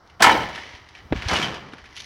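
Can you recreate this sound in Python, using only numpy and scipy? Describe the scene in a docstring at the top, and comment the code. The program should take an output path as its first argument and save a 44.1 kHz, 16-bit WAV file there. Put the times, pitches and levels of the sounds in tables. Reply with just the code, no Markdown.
"""On a rubble heap outdoors, a heavy piece of debris lands with a hollow, cracking bang.
It hits many times in quick succession and rings; the heap rumbles and grit trickles down.
The hand-held microphone is bumped, then a step crunches into loose gravel and makes bricks clink.
Small stones click here and there, over faint outdoor noise and a little wind."""
import sys
import numpy as np
from scipy import signal
from scipy.fft import rfft, irfft
from scipy.io import wavfile

SR = 44100
rng = np.random.default_rng(int(sys.argv[2]) if len(sys.argv) > 2 else 0)


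def unload_wav(signal):
    """Save mono or channel-first audio to the path in sys.argv[1] as 16-bit WAV at rate SR, clipped to [-1, 1]."""
    wavfile.write(
        sys.argv[1],
        SR,
        np.round(np.clip(np.atleast_2d(signal).T, -1, 1) * 32767).astype(np.int16),
    )


N = 90404
T = np.arange(N) / SR

# How a sound swells and fades. Each row: time in seconds, relative level in dB.
WIND_LEVELS = [(0, -57), (.9, -56.5), (1.08, -49), (1.45, -41.5), (1.7, -59), (2.05, -52.5)]  # wind on the microphone
TRICKLE_LEVELS = [(0, -74), (.1, -57), (.19, -69), (.3, -24.5), (.43, -35), (.52, -39.5), (.58, -37.5),
                  (.76, -44.5), (.85, -53.5), (.94, -51.5), (.97, -46.5), (1.08, -57.5), (1.6, -49.5),
                  (1.7, -55), (1.8, -51.5), (2.05, -52)]  # grit running down the heap
RUMBLE_LEVELS = [(.195, -65), (.208, -34), (.285, -24), (.37, -26), (.48, -43), (.62, -50.5), (.8, -59.5),
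                 (.95, -85)]  # the heap shaking under the blow
SHUDDER_LEVELS = [(.2, -55), (.3, -49), (.38, -40), (.44, -32.5), (.49, -49.5), (.56, -43), (.65, -77)]  # the ground's deep shudder
SOIL_LEVELS = [(1.08, -58), (1.14, -42), (1.27, -45), (1.32, -28), (1.40, -29.5), (1.5, -33.5),
               (1.62, -43.5), (1.75, -46.5), (1.88, -66)]  # soil packing under the foot
CRUNCH_LEVELS = [(1.1, -59), (1.165, -32), (1.22, -36), (1.28, -29.5), (1.29, -22), (1.365, -21),
                 (1.395, -23), (1.432, -21), (1.48, -29.5), (1.55, -34), (1.63, -45), (1.75, -51.5)]  # gravel crunching
SCUFF_LEVELS = [(1.93, -60), (1.965, -45.5), (1.99, -46), (2.02, -46), (2.05, -42)]  # the next step scuffing fine grit

# A sound's tone: how strong its lows and highs are. Each row: frequency in Hz, relative level in dB.
AIR_TONE = [(30, -10), (69, -16), (205, -27), (337, -13), (511, -16), (794, -10), (1410, -11),
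            (2630, -33.5), (5580, -26), (6700, -41), (15000, -73)]
WIND_TONE = [(20, -20), (55, -7), (85, -0.5), (140, -13.5), (400, -19), (1500, -52.5)]
TRICKLE_TONE = [(410, -8.5), (700, -16.5), (965, 0.5), (1400, -7), (1530, -3.5), (1980, 6), (2400, -4),
                (3140, -2.5), (3520, -5.5), (5960, -12), (7700, -31), (10300, -30.5), (15000, -79)]
STONE_TONE = [(300, 4), (2000, 4), (6300, 0), (7600, -12), (11000, -5.5), (15000, -41)]
DEBRIS_TONE = [(59, -40), (100, -41.5), (279, -17), (337, -11), (482, -17), (923, -1), (1210, -14.5),
               (1320, -5.5), (1590, -15.5), (2180, -7), (2630, -14), (3110, -8), (3610, -14.5), (5720, -17),
               (15000, -84)]
CRACK_TONE = [(300, -46), (1500, 12), (3000, 1.5), (6000, 0.5), (9000, -5.5), (15000, -19)]
RUMBLE_TONE = [(25, -10), (60, -15), (110, 1), (180, -3), (280, 2), (500, 0.5), (900, -6), (3000, -37)]
SHUDDER_TONE = [(30, -22), (65, -0.5), (100, -8.5), (135, -6), (250, -14), (800, -57.5)]
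RATTLE_TONE = [(150, 3), (520, 3.5), (850, -7), (1100, -5.5), (2300, -10), (3800, -19), (4500, -32),
               (14000, -56)]
SOIL_TONE = [(30, -9), (80, -1), (160, 7.5), (300, 3), (550, 2.5), (850, -2), (1300, -1), (2500, -59)]
CRUNCH_TONE = [(350, -15), (600, -15), (744, -3), (829, -5.5), (1000, -3.5), (1190, -6.5), (1690, -3),
               (1990, -6.5), (3100, -6), (3650, -11), (5920, -15.5), (7350, -26), (15000, -44)]
SCUFF_TONE = [(1200, -17), (2200, 5), (4000, 2.5), (6200, 2.5), (7500, -24), (10800, -12.5), (12500, -37)]

# Single hits. Each row: time in seconds, relative level in dB, pitch in Hz.
STONE_HITS = [(0.075, -50, 4500), (0.099, -45, 3000), (0.55, -31, 3000), (.558, -25, 2300),
              (0.751, -39.5, 2920), (0.889, -41.5, 3780), (0.951, -38.5, 2640), (.975, -42, 2280),
              (1.222, -24, 2120), (1.285, -16, 4350), (1.312, -15.5, 910), (1.331, -13.5, 910),
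              (1.337, -20, 5900), (1.358, -23, 2000), (1.364, -17.5, 3300), (1.428, -20.5, 2600),
              (1.542, -28, 2950), (1.687, -40, 1980), (1.724, -44, 2970), (1.735, -31, 1710),
              (1.783, -36.5, 1590), (1.842, -39, 1900), (1.857, -37, 2370), (1.9658, -29, 3400),
              (1.9737, -28, 3060), (1.994, -35, 3800), (2.0026, -25.5, 3640)]  # small stones landing
BRICK_HITS = [(0.382, -29.5, 3135), (1.296, -21, 2170), (1.356, -16, 2913), (1.425, -19.5, 3235),
              (1.441, -22, 3157)]  # bricks knocking together
SOFT_THUMPS = [(0.746, -37.5, 79.5), (1.117, -21, 140), (1.13, -23, 58), (1.129, -31, 260),
               (1.157, -22, 183), (1.17, -23, 68.6), (1.189, -29, 76), (1.268, -19, 81.5),
               (1.333, -24.5, 71.4), (1.399, -19.5, 308), (1.737, -31, 300), (1.832, -43.5, 65.4)]  # bumps on the microphone and the ground
# Blows of the falling piece. 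Each row: start in seconds, relative level in dB,
# frequency in Hz above which the blow is muffled, pitch in Hz of the spot struck.
DEBRIS_BLOWS = [(.196, -32.5, 3500, 1570), (.202, -21.5, 3520, 703), (.206, -12, 1800, 676),
                (.214, -17.5, 2600, 1565), (.222, -3, 8750, 1756), (.241, -3, 3140, 1301),
                (.245, -3.5, 1400, 950), (.261, -5, 2900, 2186), (.268, -3.5, 1710, 961),
                (.281, -9, 1310, 855), (.294, -7, 2590, 1765), (.311, -10.5, 1240, 942),
                (.323, -18, 4640, 3866), (.348, -16, 2360, 621), (.376, -20, 1390, 815),
                (.418, -24.5, 2500, 915), (.431, -24, 4040, 2156), (.488, -24, 1500, 902),
                (.576, -27.5, 2140, 1750)]

# The notes the piece rings with. Each row: pitch in Hz, relative level in dB.
DEBRIS_NOTES = [(568, -7.5), (717, -13), (853, -6.5), (899, 2.5), (947, 0.5), (976, -7), (1044, -2),
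                (1284, -17.5), (1503, -2.5), (1788, 2), (2142, -3.5), (2300, -20), (3043, -6.5)]
# The notes of loose bricks. Each row: pitch in Hz, width in Hz before narrowing, relative level in dB.
BRICK_NOTES = [(751, 57, -1.5), (1740, 140, 1), (2290, 62, 3), (3004, 45, 2.5), (3193, 40, -15.5),
               (3960, 45, -10), (4840, 42, -9), (5730, 170, -4)]
# The notes of two knocks. Each row: pitch in Hz, relative level in dB, seconds to fade by 60 dB.
CORNER_NOTES = [(222, -5.5, 0.1), (654, 2, 0.055)]  # the piece's first corner landing
HOUSING_NOTES = [(300, 6, 0.028), (490, 3, 0.015), (1070, -5, 0.0073)]  # the microphone's housing


def undb(db):
    """Turn decibels into a number to multiply by."""
    return 10 ** (np.asarray(db) / 20)


def unit(x):
    """Scale a signal so that its average power is 1."""
    return x / np.sqrt(np.mean(x ** 2))


def fade(start, t60):
    """Start suddenly, then die away by 60 dB every t60 seconds."""
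    return (T >= start) * np.exp(-np.log(1000) * np.maximum(T - start, 0) / t60)


def curve(rows):
    """Glide from level to level, with silence from just outside the first and last rows."""
    times, db = np.array(rows).T
    return undb(np.interp(T, times, db)) * (T > times[0] - .04) * (T < times[-1] + .04)


def colour(x, tone):
    """Filter a sound to give it a tone; white noise would keep its power."""
    hz, db = np.array(tone).T
    size = 4096
    log_hz = np.log(np.maximum(np.arange(size // 2 + 1) * SR / size, 1))
    db = np.interp(log_hz, np.log(hz), db) - 9 * np.maximum(np.log(hz[0]) - log_hz, 0)
    # Build the filter so that it rings only after a hit, never before.
    cepstrum = irfft(db * np.log(10) / 20)
    cepstrum[1:size // 2] *= 2
    cepstrum[size // 2 + 1:] = 0
    response = irfft(np.exp(rfft(cepstrum)))
    return signal.fftconvolve(x, response / np.linalg.norm(response))[:N]


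def lowpass(x, hz):
    """Gently muffle everything above hz."""
    return signal.sosfilt(signal.butter(2, hz, fs=SR, output="sos"), x)


def noise():
    """An even hiss: white noise."""
    return rng.standard_normal(N)


def grains(rate, spread_db):
    """Tiny random contacts, about rate per second; spread_db makes their strengths uneven."""
    strength = undb(spread_db * np.minimum(rng.exponential(size=N), 4))
    return unit((rng.random(N) < rate / SR) * strength * rng.choice([-1, 1], N))


def ring(start, notes, rise):
    """Fading pure notes, set going by a push that builds over rise seconds."""
    push = np.clip((T - start) / rise, 0, 1)
    return push * sum(undb(db) * fade(start, t60) * np.sin(2 * np.pi * hz * (T - start))
                      for hz, db, t60 in notes)


def resonate(x, hz, width):
    """Make a sound ring around one pitch; a smaller width in Hz rings longer."""
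    return signal.lfilter(*signal.iirpeak(hz, hz / width, fs=SR), x) * np.sqrt(SR / (np.pi * width))


def outdoors():
    """Steady distant noise, and wind fluttering on the microphone."""
    flutter = undb(2 * unit(lowpass(noise(), hz=8.2)))
    air = undb(-55.5) * colour(noise(), AIR_TONE)
    return air + curve(WIND_LEVELS) * flutter * colour(noise(), WIND_TONE)


def trickle():
    """Grit runs down the heap and ticks on the bricks."""
    flow = curve(TRICKLE_LEVELS)
    grit = colour((grains(rate=1300, spread_db=-1) + .5 * noise()) * flow, TRICKLE_TONE)
    ticks = bricks(grains(rate=230, spread_db=5) * flow)
    return undb(-2.5) * grit + undb(-7) * ticks


def bricks(contacts):
    """Loose bricks ring a little at every contact."""
    ringing = sum(undb(db) * resonate(contacts, hz, 0.55 * width) for hz, width, db in BRICK_NOTES)
    ringing /= np.linalg.norm([undb(db) for _, _, db in BRICK_NOTES])
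    return lowpass(lowpass(ringing, hz=6360), hz=6360)


def stones():
    """Small stones strike, ring for an instant and chatter."""
    out = 0
    for start, db, hz in STONE_HITS:
        contacts = grains(rate=3300, spread_db=0.5) * fade(start, t60=0.058)
        contacts[int(start * SR)] += 6.3  # the first strike stands out
        chatter = undb(-10.5) * resonate(contacts, hz, width=.65 * hz)
        clack = ring(start, [(hz, -6, 0.014)], rise=0.00089)
        out += undb(db) * (chatter + clack)
    return colour(out, STONE_TONE)


def crash():
    """Each blow clatters, rings the piece and throws chips; the main one cracks it."""
    out = 0
    for start, db, muffle_hz, spot_hz in DEBRIS_BLOWS:
        burst = noise() * fade(start, t60=0.12)
        clatter = colour(burst / np.linalg.norm(burst), DEBRIS_TONE)
        ringing = 0
        for hz, note_db in DEBRIS_NOTES:
            pitch = hz * (1 + 0.0041 * rng.standard_normal())  # each blow is slightly out of tune
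            ringing += undb(note_db) * np.sin(2 * np.pi * (pitch * (T - start) + rng.random()))
        ringing *= fade(start, t60=0.22)
        spot = ring(start, [(spot_hz, -1, 0.055)], rise=0.0032)
        chips = undb(-21.5) * grains(rate=3100, spread_db=4.5) * fade(start, t60=0.099)
        body = undb(21) * clatter + undb(12) * ringing / np.linalg.norm(ringing) + spot
        out += undb(db) * (lowpass(body, muffle_hz) + colour(chips, CRACK_TONE))
    crack = undb(-8.5) * colour(noise() * fade(start=.222, t60=0.13), CRACK_TONE)
    corner_knock = undb(-17.5) * ring(start=.2055, notes=CORNER_NOTES, rise=0.0032)
    return out + crack + corner_knock


def rumble():
    """The heap shakes under the blow and the ground shudders."""
    heap = colour(grains(rate=3300, spread_db=1) * curve(RUMBLE_LEVELS), RUMBLE_TONE)
    ground = colour(noise() * curve(SHUDDER_LEVELS), SHUDDER_TONE)
    return heap + ground


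def clinks():
    """Bricks knock together and ring briefly, each at its own pitch."""
    return sum(ring(start, [(hz, db, 0.069)], rise=0.0016) for start, db, hz in BRICK_HITS)


def bumps():
    """Dull thumps of a wave or two, and one hollow, rattling knock on the microphone's housing."""
    thumps = 0
    for middle, db, hz in SOFT_THUMPS:
        cycles = (T - middle) * hz
        thumps -= undb(db) * np.cos(2 * np.pi * cycles) * np.exp(-(cycles / 0.65) ** 2)
    knock_s = 1.1242
    knock = undb(-13.5) * ring(knock_s, HOUSING_NOTES, rise=0.00096)
    rattle = undb(-15.5) * colour(noise() * fade(knock_s, t60=0.049), RATTLE_TONE)
    return thumps - knock + rattle


def step():
    """A foot grinds gravel, jostles bricks and packs the soil; then the next step starts to scuff."""
    level = curve(CRUNCH_LEVELS)
    gravel = colour((grains(rate=1100, spread_db=1.5) + 0.52 * noise()) * level, CRUNCH_TONE)
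    dull = signal.sosfiltfilt(signal.butter(3, 5200, fs=SR, output="sos"), gravel)
    brightness = (level / level.max()) ** 0.4  # the crunch sounds duller as it gets quieter
    crunch = undb(-5) * (dull + brightness * (gravel - dull))
    ticks = undb(-10) * bricks(grains(rate=320, spread_db=2) * level)
    soil = colour(grains(rate=1500, spread_db=-0.5) * curve(SOIL_LEVELS), SOIL_TONE)
    scuff = colour(grains(rate=3500, spread_db=6.5) * curve(SCUFF_LEVELS), SCUFF_TONE)
    return crunch + ticks + soil + scuff


def with_echoes(x):
    """Add dull, scattered echoes from the heaps and house walls."""
    tail = lowpass(noise() * fade(start=0.009, t60=0.56), hz=2560)
    return x + undb(-17.5) * signal.fftconvolve(x, tail / np.linalg.norm(tail))[:N]


def scene():
    """Mix all the sounds into one channel; only the crash, stones and clinks echo."""
    hits = with_echoes(crash() + stones() + clinks())
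    return (hits + rumble() + trickle() + step() + bumps() + outdoors())[None]


def record(dry):
    """The recorder overloads on the bang and cuts the highs above 16000 Hz."""
    clipped = np.clip(dry, -.95, .95)
    return signal.sosfilt(signal.ellip(8, .2, 70, 16000, fs=SR, output="sos"), clipped)


dry = scene()
out = record(dry)
unload_wav(out)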